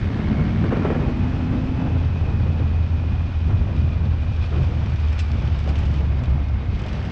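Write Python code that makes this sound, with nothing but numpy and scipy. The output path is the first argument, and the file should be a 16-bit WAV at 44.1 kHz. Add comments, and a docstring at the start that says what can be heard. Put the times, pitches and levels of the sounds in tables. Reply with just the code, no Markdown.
"""On a gravel mountain road, a motorcycle ride is heard from the rider's helmet.
The engine pulls for two seconds with a barking exhaust, then eases off into a low drone while its
gear teeth whine. Swirls of wind rumble and slap against the helmet. Later the tyres crunch over loose
grit, and now and then a stone is flung against the metal guard under the engine."""
import sys
import numpy as np
from scipy import signal
from scipy.fft import rfft, irfft
from scipy.io import wavfile

SR = 44100
rng = np.random.default_rng(int(sys.argv[2]) if len(sys.argv) > 2 else 0)


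def int16_out(signal):
    """Quantize to a 16-bit WAV file."""
    q = np.round(np.clip(np.atleast_2d(signal).T, -1, 1) * 32767)
    wavfile.write(sys.argv[1], SR, q.astype(np.int16))


N = 313551
TIME_S = np.arange(N) / SR


# How fast the engine turns: time_s, turns_per_s
ENGINE_SPEED = [(0, 68.35), (.55, 74.36), (1, 80.32), (1.75, 86.4), (2.2, 82.8), (3.5, 80.5), (5, 76.04),
                (6.2, 70.29), (7.11, 69.7)]
# How hard it works (1 pulling, 0 coasting, -1 slowing the bike): time_s, load
ENGINE_LOAD = [(0, 0.27), (.2, 0.78), (.5, 0.82), (1.2, 0.66), (1.8, 0.63), (2, 0.34), (2.25, -0.41),
               (2.8, -0.89), (3.9, -1.09), (5.3, -0.88), (6.45, -0.57), (6.85, -0.1), (7.11, 0.27)]
# How strong its sounds are at each load: load, drone_db, bark_db, whine_db
LEVELS_BY_LOAD = [(-1, -23, -43, -52), (-0.89, -20.5, -42, -50), (0.08, -22, -40, -47.5),
                  (0.32, -22, -32, -52), (0.65, -38, -28.5, -48), (0.77, -43, -25.5, -47)]

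def engine():
    """The engine barks when it pulls and drones when it holds the bike back; its speed sets the pitch."""
    speed_hz, = curves(ENGINE_SPEED)
    load, = curves(ENGINE_LOAD)
    turns = np.cumsum(speed_hz) / SR
    loads, *columns = np.transpose(LEVELS_BY_LOAD)
    drone_db, bark_db, whine_db = (np.interp(load, loads, db) for db in columns)
    fade_below_hz, fade_db_per_hz = 70.8, 9  # the drone fades at the slowest speeds
    drone_db -= fade_db_per_hz * np.maximum(fade_below_hz - speed_hz, 0)
    return (exhaust(turns, drone_db, bark_db) + gears(turns, speed_hz, whine_db)
            + clatter(turns, load) + rasp(turns, speed_hz, load))


# The tones in the exhaust pipe's bark: cycles_per_turn, level_db
BARK_TONES = [(1.5, -8), (2, -4), (2.5, -8), (3, 5), (3.5, -13), (4, -18), (5, -24.5), (10, -15)]
# The low rush of exhaust gas: pitch_hz, level_db
GAS_COLOUR = [(90, -22), (160, 5), (230, 1), (300, -2), (420, -13.5), (900, -32)]

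def exhaust(turns, drone_db, bark_db):
    """The pipe drones at one cycle a turn; pulling adds higher barking tones and a rush of gas."""
    angle = 2 * np.pi * turns
    drone = np.sin(angle + .06 * wander(15)) * gain(.6 * wander(24))
    uneven_angle = angle + .07 * wander(13)  # uneven firings shake the higher tones most
    bark = 0
    for cycles_per_turn, db in BARK_TONES:
        strength = gain(db + 2 * wander(28))
        bark += strength * np.sin(cycles_per_turn * uneven_angle + 2 * np.pi * rng.random())
    bark *= gain(1.8 * wander(12))  # the wind tears at the note
    gas = colour(noise() * (1 + .5 * np.cos(angle)), GAS_COLOUR)
    return unit(drone) * gain(drone_db) + (unit(bark) + gas) * gain(bark_db - 1.5)


# The tones of gear teeth meeting: teeth_per_turn, level_db
GEAR_TONES = [(30.0, 0), (31.1, 1), (32.2, -9)]

def gears(turns, speed_hz, whine_db):
    """Gear teeth whine as they meet; the tones nearest the gear case's own note stand out."""
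    case_hz, case_width_hz = 2430, 520
    whine = 0
    for teeth, db in GEAR_TONES:
        case_gain = 1 / np.hypot(1, 2 * (teeth * speed_hz - case_hz) / case_width_hz)
        slack = .95 * wander(25)  # gaps between the teeth blur each tone
        whine += gain(db) * case_gain * np.sin(2 * np.pi * teeth * turns + slack)
    return unit(whine) * gain(whine_db - 5 - .5 * wander(1.6))


# The ringing notes of the engine's cases and cooling fins: pitch_hz, width_hz, level_db
ENGINE_NOTES = [(1550, 200, -4), (2460, 55, 7), (2580, 110, -2), (2980, 100, -7), (3396, 190, -6),
                (3730, 89, -8.5), (4380, 180, -15.5)]

def clatter(turns, load):
    """Valves and chain tick once a turn and set the engine's metal ringing."""
    ticks = unit(noise() * (.78 + np.exp(-(turns % 1) / .22)))
    metal = cut_treble(ring(ticks, ENGINE_NOTES), above_hz=5400, order=5)  # soften the highest treble
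    # The clatter comes in fits and starts, louder with the bright hiss and when the chain is slack.
    hiss_db, = curves(HISS_STRENGTH)
    return metal * gain(-54 + .25 * hiss_db - 2.5 * load + 2.5 * wander(14))


# The ring of the cylinder when it is knocked: pitch_hz, level_db
RASP_COLOUR = [(900, -12), (1820, 0), (2020, -7), (2190, 3), (2350, -12), (4500, -17), (7000, -42)]

def rasp(turns, speed_hz, load):
    """When the engine pulls at low speed, each firing knocks on the cylinder."""
    starts_below_hz, range_hz, decay_turns = 83, 8, .2
    slowness = np.clip((starts_below_hz - speed_hz) / range_hz, 0, 1)
    pull = np.clip(load + .3, 0, 1)
    knocks = unit(noise() * np.exp(-(turns % 1) / decay_turns))
    return colour(knocks, RASP_COLOUR) * pull * slowness * gain(-44)


# The steady flow of air over the helmet: time_s, level_db
AIRFLOW = [(0, 0), (.3, 2.5), (1.3, 1.5), (2.2, -0.5), (2.9, -2), (7.11, -0.5)]
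# Swells and lulls in the wind: start_s, length_s, rumble_change_db, flutter_change_db
WIND_SWELLS = [(0.38, 0.27, 3.5, -2), (0.695, 0.343, 0, 5), (1.776, 0.2, 1.5, 4.5), (2.248, 0.41, 4, 1.5),
               (3.3, 0.088, -5, -1.5), (3.456, 0.48, 3, 1), (4.15, 0.35, -3, -2), (4.52, 0.48, 0, 0.5),
               (4.953, 0.3524, -10.5, -3), (5.565, 0.097, -5, -3), (5.657, 0.76, 0.5, 1),
               (6.423, 0.32, -3.5, -2), (6.781, .4, -3.5, 1.5)]
# The wind's three layers, from lowest to highest: pitch_hz, level_db
DEEP_COLOUR = [(12, -20), (22, -10.5), (35, -5.5), (60, 1.5), (95, 2), (140, -9.5), (300, -39.5)]
RUMBLE_COLOUR = [(40, -16.5), (85, -6.5), (125, -0.5), (180, -9.5), (260, -14), (400, -27.5), (800, -47.5)]
FLUTTER_COLOUR = [(120, -17.5), (240, -10), (340, -2), (480, -4.5), (780, -7), (1000, -11.5), (1350, -15),
                  (2500, -24), (5000, -46.5)]

def wind():
    """Big swirls of air rumble on the helmet and small ones flutter past it."""
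    air_db, = curves(AIRFLOW)
    edge_s = .017
    swells_db = np.zeros((2, N))
    for start_s, length_s, *changes_db in WIND_SWELLS:
        inside_s = np.minimum(TIME_S - start_s, start_s + length_s - TIME_S)
        swells_db += np.outer(changes_db, np.clip(.5 + inside_s / edge_s, 0, 1))
    rumble_change_db, flutter_change_db = swells_db
    deep = colour(noise(), DEEP_COLOUR) * gain(-24 + .15 * rumble_change_db)
    rumble = colour(noise(), RUMBLE_COLOUR) * gain(-27.5 + .5 * air_db + rumble_change_db)
    flutter = colour(noise() * gain(1.7 * wander(47)), FLUTTER_COLOUR)
    return deep + rumble + flutter * gain(-40 + .96 * air_db + flutter_change_db)


# Sharp puffs of wind: start_s, level_db, fade_s
GUSTS = [(0.375, -30, 0.055), (0.637, -23, 0.031), (0.714, -21, 0.03), (0.756, -24.5, 0.022),
         (0.825, -30.5, 0.016), (0.847, -21.5, 0.032), (0.897, -22.5, 0.033), (0.943, -26.5, 0.033),
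         (1.009, -29, 0.035), (1.077, -29, 0.042), (1.517, -33.5, 0.1), (2.287, -36.5, 0.045),
         (2.455, -33.5, 0.037), (2.595, -32, 0.018), (3.494, -33, 0.035), (3.682, -33.5, 0.025),
         (4.518, -34, 0.12), (5.415, -38, .025), (5.673, -35, 0.078)]
# The tone they share: pitch_hz, level_db
GUST_COLOUR = [(120, -15), (240, -3), (330, 2), (480, 0), (700, -7), (1000, -11), (1300, -12), (2500, -23),
               (3500, -30), (5000, -45)]

def gusts():
    """Small swirls break into puffs of noise that start sharply and die away."""
    rise_s = .002
    strength = np.zeros(N)
    for start_s, db, fade_s in GUSTS:
        age_s = np.maximum(TIME_S - start_s, 0)
        strength += gain(db) * (1 - np.exp(-age_s / rise_s)) * np.exp(-(age_s / fade_s) ** 2)
    return colour(strength * noise(), GUST_COLOUR)


# Low booms (wind on the helmet, and a last swell of the exhaust drone at 6.3 s):
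# middle_s, peak_db, pitch_hz
BOOMS = [(.41, -21, 135), (.61, -21.5, 185), (1.56, -21.5, 275), (3.53, -19, 114.5), (3.72, -30.5, 138.2),
         (3.83, -26.5, 150), (4.05, -29, 140), (4.6, -17, 136), (4.82, -31, 139.5), (5.481, -20.5, 132.4),
         (6.05, -25.5, 125), (6.31, -16.5, 72)]

def booms():
    """Each boom swells and fades in about a tenth of a second, with a low, unsteady pitch."""
    half_length_s = .036
    unsteady_s = np.cumsum(1 + .2 * wander(45)) / SR
    sound = np.zeros(N)
    for middle_s, db, hz in BOOMS:
        swell = np.exp(-.5 * ((TIME_S - middle_s) / half_length_s) ** 2)
        sound += gain(db) * swell * np.sin(2 * np.pi * hz * unsteady_s)
    return sound


# Hard slaps of air: middle_s, peak_db, pitch_hz, half_length_cycles
THUMPS = [(.728, -16, 466, 1.7), (.853, -14, 396, 1), (0.903, -19, 705, 0.86), (3.039, -24.5, 699, 0.31),
          (5.677, -26, 655, 0.59), (6.381, -25, 652, 0.32)]

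def thumps():
    """The hardest swirls slap the helmet with a round knock only a few cycles long."""
    sound = np.zeros(N)
    for middle_s, db, hz, half_length_cycles in THUMPS:
        cycles = (TIME_S - middle_s) * hz
        swell = np.exp(-.5 * (cycles / half_length_cycles) ** 2)
        sound += gain(db) * swell * np.sin(2 * np.pi * (cycles + rng.random()))
    return sound


# Strength of the bright hiss and crunch (engine rasp at first, loose gravel after 4.3 s):
# time_s, level_db
HISS_STRENGTH = [(0, 4), (1.2, 3.5), (2.8, 0.5), (3.55, 1.5), (4.15, 0.5), (4.6, 4), (5.7, 4.5), (5.95, 5),
                 (6.07, 0), (6.6, -2), (6.95, 5.5), (7.11, 3.5)]
# Loose pebbles under the tyres: time_s, snap_strength
PEBBLES = [(4.2, .6), (4.6, 1.8)]
# Three layers of noise, from dullest to brightest: pitch_hz, level_db
ROAR_COLOUR = [(250, -22.5), (600, 3.5), (1200, 4), (1900, 0.5), (2300, -1.5), (3200, -8.5), (4000, -12.5),
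               (6000, -27), (9000, -50.5)]
CRUNCH_COLOUR = [(1500, -7), (3000, 7), (4000, -2), (5000, -2), (6000, -6), (7000, -14.5), (8200, -20),
                 (9500, -30)]
SPRAY_COLOUR = [(4000, -20), (7000, -2.5), (8300, -6.5), (9500, -5.5)]

def tyres_and_hiss():
    """The tyres roar on packed dirt; the grainy hiss on top is engine rasp first, crushed gravel later."""
    air_db, = curves(AIRFLOW)
    hiss_db, = curves(HISS_STRENGTH)
    roar = colour(noise() * gain(1.5 * wander(36)), ROAR_COLOUR)
    roar *= gain(-46 + .47 * hiss_db + .93 * air_db)
    grains_per_s, snaps_per_s, snap_decay_s = 2500, 60, .0033
    grains = (rng.random(N) < grains_per_s / SR) * noise()
    grains = unit(grains * gain(3.6 * np.minimum(rng.exponential(size=N), 5)))  # a few are much louder
    # Larger pebbles snap, each briefly lifting the crunch and the spray.
    snap_strength, = curves(PEBBLES)
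    snaps = (rng.random(N) < snaps_per_s / SR) * rng.random(N)
    lift = 1 + snap_strength * signal.lfilter([1], [1, -np.exp(-1 / (snap_decay_s * SR))], snaps)
    grit = unit((.29 * grains + noise()) * lift)
    crunch = colour(grit, CRUNCH_COLOUR) * gain(-53.5 + hiss_db)
    spray = colour(grains * lift, SPRAY_COLOUR) * gain(-77.5 + 1.5 * hiss_db)
    return roar + crunch + spray


# Stones flung at the guard under the engine: start_s, level_db, decay_s
STONE_HITS = [(4.63, -41, 0.0068), (5.129, -38, .007), (5.191, -28.5, 0.016), (5.3163, -35, 0.0037),
              (5.453, -40, .004), (5.589, -38, 0.0039), (5.6893, -35, 0.0073), (5.7887, -35.5, 0.005),
              (5.853, -38, .005), (6.1915, -40, .003), (6.236, -36, 0.004), (6.794, -40, 0.0053),
              (6.8176, -40, .004), (6.8623, -38, 0.0047), (6.931, -36.5, 0.0036), (7.05, -39, .005)]
# The crack of a stone: pitch_hz, level_db
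CRACK_COLOUR = [(700, -16), (1500, -2), (2600, 1), (5500, -5), (8000, -12), (9000, -35)]
# The guard's ringing notes: pitch_hz, width_hz, level_db
GUARD_NOTES = [(1491, 45, 8), (1900, 250, -2), (2490, 110, 5), (2660, 70, 5), (3050, 90, -5),
               (3510, 70, -1), (3941, 50, -3), (4813, 120, -4), (5130, 200, -7), (7500, 150, -12)]

def stones():
    """Each stone cracks against the metal guard and makes it ring."""
    strength = np.zeros(N)
    for start_s, db, decay_s in STONE_HITS:
        strength += gain(db) * (TIME_S >= start_s) * np.exp(-np.abs(TIME_S - start_s) / decay_s)
    hits = strength * noise()
    guard = cut_treble(ring(hits, GUARD_NOTES), above_hz=7900, order=6)
    return colour(hits, CRACK_COLOUR) * gain(-7.5) + guard * gain(-4.5)


def gain(db):
    """Turn decibels into a number to multiply by."""
    return 10 ** (np.asarray(db) / 20)


def unit(x):
    """Scale a sound to an average power of 1."""
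    return x / np.sqrt(np.mean(x ** 2))


def curves(table):
    """Join each column's values with straight lines over time."""
    times_s, *columns = np.transpose(table)
    return [np.interp(TIME_S, times_s, column) for column in columns]


def noise():
    """An even hiss (white noise) with a power of 1."""
    return rng.standard_normal(N)


def wander(rate_hz):
    """A smooth random drift of typical size 1, up to about the given rate."""
    grid_hz = np.fft.rfftfreq(N, 1 / SR)
    return unit(irfft(rfft(noise()) * np.exp(-.5 * (grid_hz / rate_hz) ** 2), N))


def colour(x, outline):
    """Make some pitches stronger and others weaker; white noise keeps its power."""
    hz, db = np.transpose(outline)
    grid_hz = np.maximum(np.fft.rfftfreq(2 * N, 1 / SR), 1)
    shape = gain(np.interp(np.log(grid_hz), np.log(hz), db))
    shape = unit(shape / (1 + (grid_hz / hz[-1]) ** 2))
    # Fold the filter in time so that nothing rings before the sound that starts it.
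    cepstrum = irfft(np.log(shape))
    cepstrum[1:N] *= 2
    cepstrum[N + 1:] = 0
    return irfft(rfft(x, 2 * N) * np.exp(rfft(cepstrum)))[:N]


def ring(x, notes):
    """Let a sound ring an object's notes; narrower notes ring longer."""
    grid_hz = np.maximum(np.fft.rfftfreq(2 * N, 1 / SR), 1)
    response = sum(gain(db) / (1 + 1j * (grid_hz - hz ** 2 / grid_hz) / width_hz)
                   for hz, width_hz, db in notes)
    response /= np.sqrt(np.mean(np.abs(response) ** 2))
    return irfft(rfft(x, 2 * N) * response)[:N]


def cut_treble(x, above_hz, order):
    """Soften the high pitches; a higher order cuts more steeply."""
    return signal.sosfilt(signal.butter(order, above_hz, fs=SR, output="sos"), x)


def scene():
    """Engine, wind and road reach the helmet together, in one channel."""
    return (engine() + wind() + gusts() + booms() + thumps() + tyres_and_hiss() + stones())[None]


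def record(dry):
    """The helmet microphone rounds off the loudest peaks and loses the highest treble."""
    return cut_treble(np.tanh(dry), above_hz=8775, order=8)


dry = scene()
out = record(dry)
int16_out(out)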